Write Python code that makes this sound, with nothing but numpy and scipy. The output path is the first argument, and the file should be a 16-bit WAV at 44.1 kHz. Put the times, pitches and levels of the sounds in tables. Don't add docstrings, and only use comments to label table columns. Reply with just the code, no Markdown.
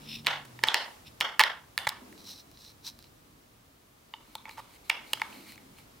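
import sys
import numpy as np
from scipy import signal
from scipy.fft import rfft, irfft, next_fast_len
from scipy.io import wavfile
from scipy.ndimage import map_coordinates

SR = 44100
rng = np.random.default_rng(int(sys.argv[2]) if len(sys.argv) > 2 else 0)


def how_loud(loudness_db):
    steps = np.asarray(loudness_db, float) / 20
    return 10 ** steps


def pcm_store(signal):
    levels = np.round(np.clip(np.atleast_2d(signal), -1, 1) * 32767)
    wavfile.write(sys.argv[1], SR, levels.astype(np.int16).T)


N = 264600
STEADY_TOP_HZ = 15950


def unit(x):
    return x / np.sqrt(np.mean(x ** 2) + 1e-20)


def top(x):
    return x / np.abs(x).max()


def along(points, hz):
    f, v = np.transpose(points)
    return np.interp(np.log(hz + 1), np.log(f + 1), v)


def curves(rows):
    s, *cols = np.transpose(rows)
    return [np.interp(np.arange(N) / SR, s, c) for c in cols]


def wobble(rate):
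    return map_coordinates(rng.standard_normal(int(N * rate / SR) + 4), [np.arange(N) * rate / SR])


def swells(rows):
    t = np.arange(0, N + 32, 32) / SR
    gain = np.zeros(len(t))
    for s, db, rise, fall in rows:
        away = np.where(t < s, (s - t) / abs(rise), (t - s) / abs(fall))
        gain += how_loud(db - 20 * away ** 1.6)
    return np.interp(np.arange(N) / SR, t, gain)


def filtered(x, response):
    m = next_fast_len(x.shape[-1] + 4096)
    return irfft(rfft(x, m) * response(np.fft.rfftfreq(m, 1 / SR)), m)[..., :x.shape[-1]]


def modes(table):
    def response(f):
        return sum((-1) ** k * how_loud(db) * 1j * f * w / (c * c - f * f + 1j * f * w)
                   for k, (c, w, db) in enumerate(table))
    return response


def pair(two, alike):
    def mid_side(hz):
        turn = np.arccos(np.clip(along(alike, hz), -1, 1)) / 2
        return np.array([np.cos(turn), np.sin(turn)])
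    mid, side = filtered(two, mid_side)
    return np.array([mid + side, mid - side])


def panned(db):
    return how_loud([[db / 2], [-db / 2]])


def add(out, s, x):
    i = round(s * SR)
    out[:, i:i + x.shape[1]] += x[:, :N - i]


# (frequency [Hz], likeness)
BACKGROUND_ALIKE = [(60, 0.92), (180, 0.83), (550, -0.19), (1650, -0.22), (4970, 0.25), (15000, 0.14)]
BASS_ALIKE = [(25, .98), (60, .94), (125, .86), (250, .86), (500, .4)]


def rush(spectrum, alike):
    noise = pair(rng.standard_normal((2, N)), alike)
    return unit(filtered(noise, lambda hz: how_loud(along(spectrum, hz))))


# (time [s], frequency [Hz], level [dB])
MOTOR_LOW = [(0, 151.2, -56), (.4, 144, -57), (.5, 123.4, -56), (.66, 121, -59), (.7, 118, -91)]
MOTOR_HIGH = [(0, 216, -60.5), (.22, 231.7, -55), (.3, 220, -61), (.4, 221, -89.5)]


def distant_motor():
    out = np.zeros(N)
    for rows in (MOTOR_LOW, MOTOR_HIGH):
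        hz, db = curves(rows)
        level = how_loud(db + 2.5 + 3.5 * wobble(9.3))
        out += level * np.sin(2 * np.pi * np.cumsum(hz * (1 + 0.013 * wobble(30))) / SR)
    return out


# (frequency [Hz], level [dB per Hz])
RUMBLE_SPECTRUM = [(15, -35.5), (25, -10), (40, 0), (120, 2), (170, -0.5), (230, -31)]
MURMUR_SPECTRUM = [(130, -37.5), (190, -3), (280, -0.5), (420, -10.5), (700, -20), (1200, -35)]
# (time [s], level [dB], build-up [s], let-go [s])
DEEP_SWELLS = [(.15, -61.5, 0.56, 0.25), (.53, -63, 0.45, .3), (1.05, -61, 0.16, .3), (1.85, -64, .5, 0.7),
               (2.99, -64, .9, 1), (4.56, -66.5, 0.78, 0.53), (5.16, -70, .4, 0.34), (5.7, -63, 0.46, 1)]
HIGH_SWELLS = [(.02, -61.5, .3, 0.25), (.27, -59, .3, 0.76), (1.22, -66, .6, 0.89), (2.07, -56, .25, 0.51),
               (2.99, -67, .9, 1.2), (4.4, -68, .6, 0.81), (5.33, -58.5, .4, 1)]


def distant_traffic():
    rumble = (how_loud(-73) + swells(DEEP_SWELLS)) * how_loud(0.91 * wobble(12)) * rush(RUMBLE_SPECTRUM, BASS_ALIKE)
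    murmur = (how_loud(-73.5) + swells(HIGH_SWELLS)) * how_loud(0.73 * wobble(10)) * rush(MURMUR_SPECTRUM, BASS_ALIKE)
    return rumble + murmur


# (frequency [Hz], level [dB per Hz])
AIR_SPECTRUM = [(180, -37.5), (300, -13.5), (470, -9), (1200, -11), (1600, -15), (3800, -18.5), (8000, -23),
                (12000, -24.5), (15800, -30), (16100, -60)]
MIC_SPECTRUM = [(1000, -28.5), (4000, -10.5), (9000, -5.5), (13500, 5), (15750, 8), (16000, -40.5)]
# (time [s], level [dB])
CAMERA_GAIN = [(0, 4.5), (.25, 0), (.6, 3.5), (.85, 7.5), (1.05, 1.5), (1.3, 0), (1.85, -1.5), (2.1, 2.5),
               (2.5, -1.5), (3.0, -2.5), (3.9, -4), (4.4, -1), (4.9, 0.5), (5.3, 6.5), (5.55, 0), (6, 0)]


def hiss():
    gain_db, = curves(CAMERA_GAIN)
    air = how_loud(-59 + gain_db) * rush(AIR_SPECTRUM, BACKGROUND_ALIKE)
    return air + how_loud(-73 + .15 * gain_db) * rush(MIC_SPECTRUM, BACKGROUND_ALIKE)


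# (frequency [Hz], level [dB per Hz])
COTTON_FIZZ = [(5000, -14.5), (7500, 0), (9800, 2.5), (11500, 0.5), (14500, 3.5), (16000, -4)]


def rub(strokes, ring, grit_db, pan_db, fizz_db):
    grit = how_loud(grit_db * wobble(300) + 1.5 * wobble(40)) * pair(rng.standard_normal((2, N)), [(1000, .85)])
    body = unit(filtered(grit, lambda f: modes(ring)(f) * modes([(3430, 6500, 0)])(f)))
    fizz = unit(filtered(grit, lambda hz: how_loud(along(COTTON_FIZZ, hz))))
    press = swells(strokes)
    share = how_loud(-11.5 + fizz_db) * np.clip(press / how_loud(-55), .1, None) ** -0.1
    return press * (body + share * fizz) * panned(pan_db)


# (time of most pressure [s], level [dB], build-up [s], let-go [s])
PUSH_STROKES = [
    (.07, -54.5, .08, .05),
    (.12, -39.5, 0.055, .05),
    (.155, -39, .04, 0.023),
    (.19, -52.5, .04, .05),
    (1.07, -51.5, 0.022, .04),
]
# (frequency [Hz], width [Hz], level [dB])
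PUSHED_SURFACE = [(2610, 400, -4.5), (3620, 300, -3), (4050, 296, -5.5), (5250, 130, 1), (5720, 170, -8.5)]


def glove_pushes():
    return rub(PUSH_STROKES, PUSHED_SURFACE, grit_db=2.5, pan_db=.6, fizz_db=-1)


# (frequency [Hz], t60 [s])
ROOM_DECAY = [(300, 0.24), (1000, 0.31), (3000, 0.26), (7000, .22), (15000, 0.2)]
# (frequency [Hz], level [dB])
ROOM_COLOR = [(200, -11.5), (500, 0.5), (2000, -6), (6000, 3), (15000, -7)]
# (frequency [Hz], likeness)
ROOM_SPREAD = [(300, 1), (1400, .66), (3100, .53), (15000, .34)]


def room(x, duck_db, recover):
    hz, t, z = signal.stft(rng.standard_normal((2, SR // 3)), SR, nperseg=256)
    color_db = along(ROOM_COLOR, hz) - 60 * (hz > STEADY_TOP_HZ)
    decay_db = 60 * t / along(ROOM_DECAY, hz)[:, None]
    shape_db = color_db[:, None] - decay_db - duck_db * np.exp(-t / recover)
    tail = pair(signal.istft(z * how_loud(shape_db), SR, nperseg=256)[1], ROOM_SPREAD)
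    n = np.arange(tail.shape[1])
    tail = tail * np.clip(n / SR / 0.0035, 0, 1)
    lumps = map_coordinates(rng.standard_normal(64), [n * 130 / SR])
    tail = tail * how_loud(2.4 * lumps)
    return signal.fftconvolve(x[None], tail / np.linalg.norm(tail[0]), axes=1)


def left_leads(f):
    delay = 1.8e-5 / (1 + (f / 7000) ** 2)
    return np.exp(-2j * np.pi * f * delay * np.array([[0], [1]]))


# (frequency [Hz], width [Hz], level [dB])
CASE_WALLS = [(1763, 300, -0.5), (2252, 210, 4.5), (2796, 420, 4), (3360, 570, 6.5), (4100, 1300, 4),
              (5570, 350, -6.5), (1350, 100, -5.5)]
# (frequency [Hz], width [Hz], level [dB])
BAY_AIR = [(560, 93, -11), (878, 70, 6.5), (1125, 307, -1.5)]


def contact(out, s, force, spot_hz, db, knock_db, crack_db, room_db, pan_db, wash_db, dull_db):
    struck = []
    for (hz, w, level), chance in zip(CASE_WALLS, rng.normal(0, 1.8, len(CASE_WALLS))):
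        octaves = np.log2(hz / spot_hz)
        struck.append((hz, w, level + chance - 3.5 * abs(octaves) - dull_db * max(0, octaves)))
    spot = modes([(spot_hz, .17 * spot_hz, 5)])
    walls = top(filtered(force, lambda f: modes(struck)(f) * (1 + spot(f))))
    knock = how_loud(knock_db) * top(filtered(force, modes(BAY_AIR)))
    crack = how_loud(crack_db) * top(filtered(force, modes([(7100, 18000, -0.19), (13700, 23000, 1.5)])))
    near = panned(pan_db) * knock + panned(pan_db / 1.5) * walls + panned(.6) * crack
    add(out, s, how_loud(db) * filtered(near, left_leads))
    click = 1. * (np.arange(2048) == 0)
    wash = filtered(click, modes([(1370, 1100, 11.5), (3000, 2970, 2.5)]))
    wash -= filtered(click, modes([(3100, 170, -3), (5230, 1100, -17.5)]))
    wash += how_loud(crack_db - 3.5) * filtered(click, modes([(10300, 6700, 0.0029)]))
    bay = filtered(click, modes([(910, 150, 0.5), (1238, 350, 1.41)]))
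    broad = how_loud(wash_db) * top(wash) + how_loud(-9 - 0.33 * knock_db) * walls + how_loud(knock_db - 0.5) * top(bay)
    answer = room(broad / np.linalg.norm(broad), duck_db=16.5, recover=0.078)
    add(out, s, how_loud(db + room_db + 11.0) * panned(-1.2) * answer)


def snaps(table, pan_db, blow, wash_db, knock_db, dull_db):
    out, t = np.zeros((2, N)), np.arange(2048) / SR
    for s, db, hz, crack_db, room_db in table:
        force = (t == 0) + 0.22 * rng.standard_normal(len(t)) * how_loud(-60 * t / blow)
        contact(out, s, force, hz, db, knock_db, crack_db, room_db, pan_db, wash_db, dull_db)
    return out


def skids(table, knock_db):
    out, t = np.zeros((2, N)), np.arange(2048) / SR
    for s, db, length, crack_db, room_db in table:
        push = np.sin(np.pi * np.clip(t / length, 0, 1)) ** .5 * (t < length)
        force = rng.standard_normal(len(t)) ** 3 * push
        contact(out, s, force, 1900, db, knock_db, crack_db, room_db, pan_db=-3.5, wash_db=-6.0, dull_db=2.0)
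    return out


# (time [s], peak [dB], ring [Hz], crack [dB], room [dB])
CELL_SNAPS = [(0.247, -38, 3100, -33, 8), (0.2635, -23.5, 2250, -8, 8), (0.5904, -32.5, 1790, -20.5, -5.5),
              (0.6369, -9, 1800, -26, -7.5), (0.7435, -8, 1850, -9.5, -3), (0.7442, -12.5, 4655, -10.5, -2),
              (1.2043, -26, 5470, 3, -8.5), (1.2165, -20.5, 2960, -24, -15), (1.3943, -5, 1870, -17, -18),
              (1.403, -14.5, 1890, -19.5, -14.5), (1.4065, -9, 1755, -35, -9.5),
              (1.8743, -14, 1610, -10, -10.5)]


def cell_snaps():
    return snaps(CELL_SNAPS, pan_db=-3.0, blow=0.0079, wash_db=0.5, knock_db=-11.5, dull_db=2.5)


# (time [s], peak [dB], ring [Hz], crack [dB], room [dB])
SPRING_SNAPS = [
    (0.2685, -6.5, 2560, -17.5, -1),
    (0.6388, -10.5, 2937, -28, -5),
    (0.685, -7, 3350, -48.5, -5),
    (1.2093, -8, 1760, -13.5, -1),
    (1.4123, -10, 1590, -11, 4),
    (1.4367, -10, 1850, -10.5, -13),
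    (1.7778, -13, 1846, -2.5, -11.5),
    (1.7875, -26, 3300, 0, 6),
    (1.8915, -18, 4240, 1, -14),
    (1.9, -33, 8000, -2, -14),
]


def spring_snaps():
    return snaps(SPRING_SNAPS, pan_db=-4.5, blow=0.0061, wash_db=4.0, knock_db=-20, dull_db=3)


# (time [s], peak [dB], frequency [Hz])
PALM_JOLTS = [
    (0.27, -46, 260),
    (0.636, -29, 420),
    (0.678, -44.5, 120),
    (1.205, -39.5, 255),
    (1.872, -38.5, 131),
    (2.197, -46.5, 229),
    (5.135, -30.5, 560),
]


def thumps():
    out, t = np.zeros((2, N)), np.arange(4096) / SR
    for s, db, hz in PALM_JOLTS:
        add(out, s, how_loud(db - 60 * t * hz / 7.0) * np.sin(2 * np.pi * hz * t) * np.ones((2, 1)))
    return out


# (time [s], peak [dB], length [s], crack [dB], room [dB])
CELL_SLIPS = [
    (0.449, -48, .008, 6, -12.5),
    (0.629, -37.5, 0.0045, -12.5, -11),
    (0.67, -26, 0.012, -4, -21),
    (1.3945, -10.5, .022, -18, -8),
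    (1.868, -16.5, 0.0072, -20.5, -6.5),
    (1.887, -32, 0.005, 9, -26),
    (4.894, -35, 0.0067, 10, -8),
]


def cell_slips():
    return skids(CELL_SLIPS, knock_db=-2.5)


# (time [s], peak [dB], ring [Hz], crack [dB])
ROLL_TICKS = [
    (2.1266, -43, 1880, 4.5),
    (2.178, -42.5, 3750, -14),
    (2.515, -48.5, 7000, 8),
    (2.573, -42, 4160, -19),
    (2.649, -39.5, 4600, -14),
    (2.99, -39.5, 5260, 2.5),
    (3.026, -46.5, 5770, 4),
    (3.042, -43, 4540, -16),
]


def roll_ticks():
    ticks = [(*row, -16) for row in ROLL_TICKS]
    return snaps(ticks, pan_db=-4.0, blow=0.0025, wash_db=-2.2, knock_db=-21, dull_db=10.0)


# (time of most pressure [s], level [dB], build-up [s], let-go [s])
ROLL_STROKES = [
    (2.2, -60, .06, 0.088),
    (2.29, -46, .06, 0.058),
    (2.4, -52.5, .2, .035),
    (2.58, -68, .05, 0.033),
    (2.69, -54, .2, 0.045),
    (2.872, -37.5, 0.035, 0.04),
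    (3.06, -65, .3, 0.031),
]
# (frequency [Hz], width [Hz], level [dB])
ROLLED_SURFACE = [(898, 145, -9), (2590, 920, -17), (4010, 270, 0.5), (5650, 650, -4.5)]


def thumb_rolls():
    return rub(ROLL_STROKES, ROLLED_SURFACE, grit_db=1.88, pan_db=-0.63, fizz_db=1.2)


# (time [s], peak [dB], ring [Hz], crack [dB], room [dB])
LID_KNOCKS = [(4.138, -28, 3000, -42, -7), (4.353, -26, 3380, -2, -8), (4.4546, -32.5, 2260, -33, 2),
              (4.4932, -35, 2200, -9, -6), (4.5111, -40, 3900, -12, -16), (4.575, -42, 2900, -29, 8),
              (4.899, -18, 1870, -19.5, -8.5), (5.1734, -37, 1350, -13, -10), (5.1977, -34, 2630, -27, 4),
              (5.2175, -15.5, 2180, -43, -8), (5.7853, -44, 2270, 2, -25)]


def lid_knocks():
    return snaps(LID_KNOCKS, pan_db=-1.5, blow=0.0087, wash_db=-15.0, knock_db=-7, dull_db=10.5)


# (time of most pressure [s], level [dB], build-up [s], let-go [s])
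SEAT_STROKES = [
    (4.37, -65, 0.27, 0.039),
    (4.51, -55.5, 0.022, .07),
    (4.6, -64.5, 0.058, 0.064),
    (4.76, -61, .12, 0.025),
    (4.875, -59.5, 0.049, 0.06),
    (5.125, -55.5, 0.11, .2),
    (5.33, -56.5, 0.04, .3),
    (5.53, -54.5, 0.15, .03),
    (5.79, -59.5, .05, .07),
]
# (frequency [Hz], width [Hz], level [dB])
LID_SURFACE = [(845, 65, 0.5), (2240, 260, -0.5), (3000, 300, -8), (4150, 490, -3.5)]


def lid_strokes():
    return rub(SEAT_STROKES, LID_SURFACE, grit_db=0.91, pan_db=-0.069, fizz_db=5.0)


# (time [s], peak [dB], length [s], crack [dB], room [dB])
LID_DRAGS = [
    (4.571, -44, 0.035, -3, -12),
    (4.47, -52, 0.019, -17, -8),
]


def lid_drags():
    return skids(LID_DRAGS, knock_db=10.5)


# (time [s], peak [dB], ring [Hz], crack [dB], room [dB])
TAB_SNAPS = [
    (4.8978, -12.5, 2660, -6.5, -5.5),
    (4.9, -12, 2440, -29, -5),
    (5.1331, -12, 3100, 0, -13.5),
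    (5.134, -25, 5140, -1, -9),
    (5.2767, -58, 2150, -18, 1),
    (5.3278, -38.5, 2480, -37, -2),
    (5.408, -49, 2550, -10, -11),
    (5.521, -42, 2164, 11, -17.5),
    (5.5574, -46, 2160, 4, -8),
    (5.5781, -40.5, 1980, -6, -4),
]


def tab_snaps():
    return snaps(TAB_SNAPS, pan_db=-4.0, blow=0.012, wash_db=-1.0, knock_db=-19, dull_db=12)


def scene():
    steady = distant_motor() + distant_traffic() + hiss()
    steady = steady + glove_pushes() + thumb_rolls() + lid_strokes()
    hits = cell_snaps() + spring_snaps() + thumps() + cell_slips()
    hits += roll_ticks() + lid_knocks() + lid_drags() + tab_snaps()
    return hits + filtered(steady, lambda hz: hz < STEADY_TOP_HZ)


def band_limit(x):
    return signal.sosfilt(signal.butter(12, 17000, fs=SR, output="sos"), x)


# (frequency [Hz], level [dB])
MIC_LIMIT = [(16000, 0), (16650, -3), (16850, -40), (16950, -120)]


def record(dry):
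    x = filtered(dry, lambda hz: how_loud(along(MIC_LIMIT, hz)))
    x = x / (1 + np.abs(x / .78) ** 6) ** (1 / 6)
    return band_limit(x)


dry = scene()
out = record(dry)
pcm_store(out)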